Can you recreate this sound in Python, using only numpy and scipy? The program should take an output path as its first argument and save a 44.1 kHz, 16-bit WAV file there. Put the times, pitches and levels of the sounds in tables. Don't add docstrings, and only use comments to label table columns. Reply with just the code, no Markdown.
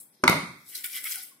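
import sys
import numpy as np
from scipy import signal
from scipy.fft import rfft, irfft, next_fast_len
from scipy.io import wavfile
from scipy.ndimage import uniform_filter1d, map_coordinates

SR = 44100
rng = np.random.default_rng(int(sys.argv[2]) if len(sys.argv) > 2 else 0)


def pcm_store(signal):
    levels = np.round(np.clip(np.atleast_2d(signal), -1, 1) * 32767)
    wavfile.write(sys.argv[1], SR, levels.astype(np.int16).T)


def magnitude_from_level(level_db):
    exponent = np.asarray(level_db, float) / 20
    return 10 ** exponent


N = 61739

# [t/s, thud level/dB, clank
# level/dB, clink level/dB, crack level/dB]
CONTACTS = [(0.2381, -7.5, -6.5, -14.5, -18), (0.2407, -15.5, -11, -22, -33),
            (0.242, -23, -9.5, -29.5, -22), (.254, -16, -16, -41, -42.5), (0.2781, -19.5, -35.5, -7.5, -11),
            (0.2795, -35, -4.5, -3.5, -16), (0.2816, -26, -15, -24, -27), (0.2911, -26.5, -13, -21.5, -30),
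            (0.2957, -17, -32, -15.5, -26), (0.2979, -29, -32, -31.5, -22.5),
            (0.2988, -15.5, -20.5, -26, -30.5), (.328, -17, -44.5, -15, -41),
            (0.8404, -78, -58.5, -57, -46), (0.842, -80, -64.5, -58, -33)]
# [f/Hz, level/dB, t60/s]
BODY_THUD = [(294.4, -9, 0.078), (375.7, -3, 0.049), (594, 5, 0.014)]
# [f/Hz, level/dB, t60/s]
HANDLE_CLANK = [(990.5, -7.5, 0.042), (1187, 6, 0.0098), (1300, 4.5, 0.0082), (1440, -25.5, 0.29)]
# [f/Hz, level/dB, t60/s]
BLADE_CLINK = [(2075, 2.5, 0.022), (2179, 0.5, 0.027), (2900, -10.5, 0.0071), (3660, -11, 0.018),
               (4360, -20, 0.0053), (6440, -18.5, 0.027)]
# [f/Hz, level/dB]
CRACK_COLOUR = [(600, -45), (1500, -30), (2600, 2), (5000, 5.5), (7200, -1.5), (10000, -0.5), (14500, -17),
                (15700, -30.5)]
# [f/Hz, phase/rad]
KNOCK_LEAD = [(150, 0.3), (1200, 0.88), (2200, 1.92), (3500, 1.9), (5500, 1.23), (9000, 2), (12000, 1)]
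# [t/s, level/dB]
FLOOR_THUMPS = [
    (0.2357, -24.5),
    (0.279, -18.5),
    (0.296, -8),
    (.306, -25),
]
# [f/Hz, level/dB, t60/s]
FLOOR_MODES = [(131, -8, 0.062), (166, 1.5, 0.085), (224, -1, 0.04), (288, -4, 0.074)]
# [t/s, drag level/dB, pressure on tray/dB, flatness of blade/dB]
LIFT = [
    (0, -43.5, -31.5, -20.5),
    (0.029, -51, -33.5, -19.5),
    (.08, -69.5, -26, -12),
    (.14, -70.5, -8.5, -0.5),
    (0.2, -77, 1, 4.5),
]
# [t/s, drag level/dB, pressure on tray/dB, flatness of blade/dB]
DRAG = [(0.643, -62, -19, -4.5), (0.692, -44.5, -19.5, -12.5), (0.746, -46, -8.5, -10),
        (0.753, -34.5, -15.5, -5), (0.789, -43, -10, -5), (0.835, -48.5, -12, -16.5),
        (0.84, -38.5, -2, -10), (0.862, -33.5, -11, -17.5), (0.879, -47.5, -7, -9),
        (0.916, -43.5, -9.5, -8), (0.966, -34, -4, -9), (1.002, -44, -5, -5), (1.02, -47, -10, -13.5),
        (1.035, -42, -7.5, -12.5), (1.0433, -34, -4.5, -10), (1.045, -37.5, -12, -14),
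        (1.07, -37, 3.5, -13.5), (1.08, -38, -10.5, -6), (1.122, -32.5, -12, -9.5)]
# [t/s, drag level/dB, pressure on tray/dB, flatness of blade/dB]
FLICK = [
    (1.215, -46.5, -9.5, -3.5),
    (1.237, -37, -18, -22),
    (1.242, -46.5, -18, -8.5),
    (1.29, -51.5, -30, -24),
    (1.33, -73, -42, -40),
    (1.37, -84, -18.5, -16.5),
]
# [f/Hz, width/Hz, level/dB]
EDGE_HISS = [(7800, 3000, -6.5), (8900, 1800, -2.5), (10440, 1400, -5.5), (11870, 590, -2),
             (12370, 550, -3), (15300, 780, -7.5)]
# [f/Hz, width/Hz, level/dB]
FLAT_RASP = [(3190, 180, -4), (3930, 1000, -2), (5140, 780, 0.5), (6240, 930, -4.5)]
# [f/Hz, width/Hz, level/dB]
TRAY_RING = [(780, 87, -12), (1220, 110, -13), (1468, 110, -8.5), (2044, 130, -1.5), (2150, 53, -2.5),
             (2265, 88, -2), (2880, 240, -6.5), (3253, 340, -7.5)]
# [t/s, length/s, f/Hz, width/Hz, level/dB]
CATCHES = [(.2775, 0.0033, 11000, 1500, -25), (.2775, 0.0042, 6500, 1200, -25),
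           (.296, .005, 13100, 900, -25.5), (.2955, 0.0027, 14300, 700, -28),
           (.296, 0.0044, 10500, 1500, -26), (.2965, 0.0026, 6100, 700, -27),
           (.750, 0.027, 4190, 905, -43.5), (.751, 0.024, 11700, 696, -42), (0.788, .004, 8200, 2470, -41),
           (0.8393, 0.017, 3150, 1200, -38.5), (0.842, 0.0073, 11900, 900, -30),
           (.8465, .004, 11000, 4000, -33), (0.85, 0.011, 3480, 501, -41),
           (0.857, 0.0073, 11360, 3500, -36), (0.93, 0.012, 5530, 600, -42), (0.943, .004, 12000, 900, -35),
           (0.949, 0.0068, 5300, 800, -44.5), (0.955, .003, 10400, 3000, -42),
           (0.966, .003, 12500, 3500, -33), (0.982, 0.0044, 7500, 4000, -42),
           (1.041, 0.0044, 15300, 900, -27), (1.044, 0.0033, 11840, 2500, -34),
           (1.052, 0.0074, 11800, 700, -33), (1.055, 0.025, 5400, 600, -44),
           (1.066, 0.0038, 11860, 3000, -37), (1.1095, 0.0037, 12500, 3500, -32),
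           (1.111, 0.0099, 6240, 1193, -39), (1.118, 0.0086, 7860, 907, -37.5),
           (1.13, .004, 11560, 4000, -36), (1.139, 0.013, 6120, 900, -50),
           (1.158, 0.0031, 10660, 3500, -30), (1.235, .006, 11700, 2520, -44.5)]
# [t/s, length/s, f/Hz, level/dB]
SQUEALS = [(0.199, 0.023, 385, -58), (0.756, 0.063, 385, -63), (0.842, 0.023, 2260, -37.5),
           (0.845, 0.058, 1427, -49.5), (0.933, 0.041, 2265, -44), (1.039, 0.017, 780, -60),
           (1.052, 0.021, 2150, -36.5), (1.054, 0.05, 1300, -49.5), (1.14, 0.12, 1468, -52),
           (1.156, 0.088, 779.7, -61.5), (1.304, 0.098, 1068, -68), (1.39, 0.026, 2150, -65)]
# [f/Hz, t60/s]
ROOM_DECAY = [(80, 0.81), (250, 0.4), (600, 0.39), (1500, 0.55), (2200, 0.57), (4000, 0.51), (10000, 0.53),
              (15000, 0.28)]
# [f/Hz, level/dB]
ROOM_COLOUR = [(60, -4.5), (220, 7), (1000, 4), (2200, 0.5), (3000, 4), (7000, 3), (8700, 3), (15000, 6.5)]
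# [f/Hz, likeness/1]
ROOM_ALIKE = [(150, 0.96), (600, 0.75), (1400, 0), (4000, 0)]
# [f/Hz, level per Hz/dB]
AIR_COLOUR = [(60, -35.5), (130, 3.5), (230, -0.5), (600, -11), (1100, -13), (2200, -18), (5000, -23.5),
              (16000, -28.5)]
# [f/Hz, level/dB]
PORTS = [(1000, 0), (1500, -1), (2300, -2.5), (3200, -5.5), (4500, 2), (8000, 4.5), (14000, 3.5)]
# [f/Hz, width/Hz, extra threshold/dB]
WEAK_BANDS = [(3600, 150, 2), (4550, 200, 3), (6350, 200, 4), (7050, 250, 4), (10500, 200, 3),
              (12200, 300, 4), (13500, 300, 3), (14300, 300, 5)]

SCRAPE_WET_DB = -5.5


def unit(x):
    return x / np.sqrt(np.mean(x ** 2) + 1e-20)


def along(points, hz):
    f, v = np.transpose(points)
    return np.interp(np.log(hz + 1), np.log(f + 1), v)


def filtered(x, response):
    m = next_fast_len(x.shape[-1] + 8192)
    spectrum = rfft(x, m) * response(np.fft.rfftfreq(m, 1 / SR))
    return irfft(spectrum, m)[..., :x.shape[-1]]


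def resonances(table):
    def response(f):
        total = 0
        for k, (centre, width, db) in enumerate(table):
            damping = 1j * f * width
            total = total + (-1) ** k * magnitude_from_level(db) * damping / (centre * centre - f * f + damping)
        return total
    return response


def wobble(rate):
    knots = rng.standard_normal(int(N * rate / SR) + 4)
    return map_coordinates(knots, [np.arange(N) * rate / SR])


def pair(a, b, alike):
    def balance(hz):
        turn = np.arccos(np.clip(along(alike, hz), -1, 1)) / 2
        return np.array([np.cos(turn), np.sin(turn)])
    mid, side = filtered(np.array([a, b]), balance)
    return np.array([mid + side, mid - side])


def struck(db, modes, t):
    total = 0
    for hz, level, t60 in modes:
        decay = magnitude_from_level(db + level + rng.normal(0, 1) - 60 * t / t60)
        total = total + decay * np.sin(2 * np.pi * hz * rng.normal(1, 0.0018) * t)
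    return total * (1 - np.exp(-t / 0.00025)) / -2


def crack(db, t):
    noise = filtered(rng.standard_normal(len(t)), lambda hz: magnitude_from_level(along(CRACK_COLOUR, hz)))
    return unit(noise) * magnitude_from_level(db - 60 * t / 0.0094)


def knocks():
    flat_until_s, flat_top_hz = 0.27, 9000
    knock_wet_db, thump_wet_db = -2.5, -3
    out, t = np.zeros((2, N)), np.arange(SR // 5) / SR
    sounds = []
    for s, thud_db, clank_db, clink_db, crack_db in CONTACTS:
        sound = struck(thud_db, BODY_THUD, t) + struck(clank_db, HANDLE_CLANK, t)
        sound = sound + struck(clink_db, BLADE_CLINK, t) + crack(crack_db, t)
        sounds.append((s, sound, knock_wet_db))
    for s, db in FLOOR_THUMPS:
        sounds.append((s, struck(db, FLOOR_MODES, t), thump_wet_db))

    def lead(hz):
        return np.exp(1j * along(KNOCK_LEAD, hz) / 2 * np.array([[1], [-1]]))

    def dull_wet(hz):
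        return 1 / (1 + 1j * hz / flat_top_hz) / (1 + (hz / flat_top_hz / 1.1) ** 12)

    for s, sound, wet_db in sounds:
        start, hit = round(s * SR), np.zeros(N)
        hit[start:start + len(t)] = sound[:N - start]
        wet = room(hit) * magnitude_from_level(wet_db)
        if s < flat_until_s:
            wet = filtered(wet, dull_wet)
            hit = filtered(hit, lambda hz: 1 / (1 + (hz / flat_top_hz / 1.5) ** 30))
        out = out + filtered(np.array([hit, hit]), lead) + wet
    return out


def grit():
    grains_per_s, spread_db, patchy_db = 8300, -1, 2.5
    hits = rng.random(N) < grains_per_s / SR
    sizes = magnitude_from_level(spread_db * np.minimum(rng.exponential(1, N), 3))
    z = signal.stft(hits * rng.standard_normal(N) * sizes, nperseg=512)[2]
    patches = uniform_filter1d(rng.standard_normal(z.shape), 5, 0)
    patches = uniform_filter1d(patches, 8, 1)
    return signal.istft(z * magnitude_from_level(patchy_db * unit(patches)), nperseg=512)[1][:N]


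def grit_driven(db, body, low_hz, alike):
    x = np.array([grit(), grit()])

    def shape(hz):
        return resonances(body)(hz) / (1 + (low_hz / (hz + 1)) ** 6)
    left, right = filtered(x * magnitude_from_level(db), shape) / np.std(filtered(x, shape))
    return pair(left, right, [(1000, alike)])


def scrape():
    s, *controls = np.transpose([*LIFT, *DRAG, *FLICK])
    drag_db, press_db, flat_db = [np.interp(np.arange(N) / SR, s, c) for c in controls]
    slump_db = -73.5 + 0.24 * (uniform_filter1d(drag_db, 4000) + 46) + 3 * wobble(31)
    drag_db = drag_db + wobble(120) + 0.22 * wobble(35)
    rasp_db = drag_db + flat_db + 0.68 * wobble(50)
    ring_db = drag_db + press_db + 0.57 * wobble(60)
    hiss = grit_driven(drag_db, EDGE_HISS, 6500, alike=0.2)
    rasp = grit_driven(rasp_db, FLAT_RASP, 2400, alike=0.24)
    ring = grit_driven(ring_db, TRAY_RING, 1150, alike=0.8)
    slump = grit_driven(slump_db, [(289, 140, 0)], 120, alike=0.38)
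    close = hiss + rasp + ring + slump
    return close + magnitude_from_level(SCRAPE_WET_DB) * room(close.mean(0))


def catches():
    out = np.zeros((2, N))
    for s, length, hz, width_hz, db in CATCHES:
        start, u = round(s * SR), np.arange(2048) / SR / length
        body = resonances([(hz, width_hz, 0)])
        noise = filtered(rng.standard_normal((2, len(u))), lambda f: body(f) ** 2)
        burst = np.sin(np.pi * np.clip(u, 0, 1) ** 0.5) ** 2
        out[:, start:start + len(u)] += magnitude_from_level(db) * unit(noise) * burst
    out = pair(*out, [(1000, 0.25)])
    return out + magnitude_from_level(-6.5) * room(out.mean(0))


def squeals():
    width_hz = 45
    t, out = np.arange(N) / SR, np.zeros(N)
    for s, length, hz, db in SQUEALS:
        swell = np.abs(np.sin(np.pi * np.clip((t - s) / length, 0, 1) ** 0.4) ** 1.5)
        phase = 2 * np.pi * np.cumsum(hz + width_hz * hz / 2000 * wobble(150)) / SR
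        out = out + magnitude_from_level(db + 5.5 * wobble(200)) * swell * np.sin(phase)
    return out + magnitude_from_level(SCRAPE_WET_DB) * room(out)


def room(x):
    hz, t, z = signal.stft(rng.standard_normal((2, SR)), SR, nperseg=256)
    tail_db = along(ROOM_COLOUR, hz)[:, None] - 60 * t / along(ROOM_DECAY, hz)[:, None]
    a, b = signal.istft(z * magnitude_from_level(tail_db), SR, nperseg=256)[1]
    tail = pair(a, b, ROOM_ALIKE)
    delayed = np.pad(x, (180, 0))[None]
    return signal.fftconvolve(delayed, tail / np.linalg.norm(tail[0]), axes=1)[:, :N]


def air():
    a, b = filtered(rng.standard_normal((2, N)), lambda hz: magnitude_from_level(along(AIR_COLOUR, hz)))
    return magnitude_from_level(-67.5 + 1.5 * wobble(6)) * unit(pair(a, b, ROOM_ALIKE))


def scene():
    return knocks() + scrape() + catches() + squeals() + air()


def gate(x):
    mask_db, hush_db, never_over_db = -6, -98, -71
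    reach_bands, from_hz = 5, 2750
    hz, t, z = signal.stft(x, SR, nperseg=2048)
    bands = z[:, :1024].reshape(2, 64, 16, -1)
    power = np.mean(np.abs(bands) ** 2, axis=(0, 2))
    power = uniform_filter1d(power, size=2, axis=1)
    whim = magnitude_from_level(4 * unit(uniform_filter1d(rng.standard_normal(power.shape), size=4, axis=1)))
    band_hz = hz[8:1024:16, None]
    weak_db = sum(db * np.exp(-((band_hz - c) / w) ** 2) for c, w, db in WEAK_BANDS)
    neighbours = uniform_filter1d(power, size=reach_bands, axis=0)
    mask = np.maximum(magnitude_from_level(2 * (mask_db + weak_db)) * neighbours, magnitude_from_level(2 * hush_db))
    mask = np.minimum(mask, magnitude_from_level(2 * never_over_db))
    keep = np.repeat(power * whim > mask, 16, axis=0) | (hz[:1024, None] < from_hz)
    return signal.istft(z * np.pad(keep, ((0, 1), (0, 0))), SR, nperseg=2048)[1][:, :N]


def band_limit(x):
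    return signal.sosfilt(signal.butter(12, 16380, fs=SR, output="sos"), x)


def record(dry):
    low_cut_hz, top_hz, ceiling = 147, 15900, 1

    def ports(hz):
        band = (1j * hz / (1j * hz + low_cut_hz)) ** 2 / (1 + (hz / top_hz) ** 60)
        return band * magnitude_from_level(along(PORTS, hz) / 2 * np.array([[1], [-1]]))
    x = filtered(dry, ports)
    x = x / (1 + np.abs(x / ceiling) ** 4) ** 0.25
    x = filtered(x, lambda hz: hz < 16300)
    mix = gate(x)
    return band_limit(mix)


dry = scene()
out = record(dry)
pcm_store(out)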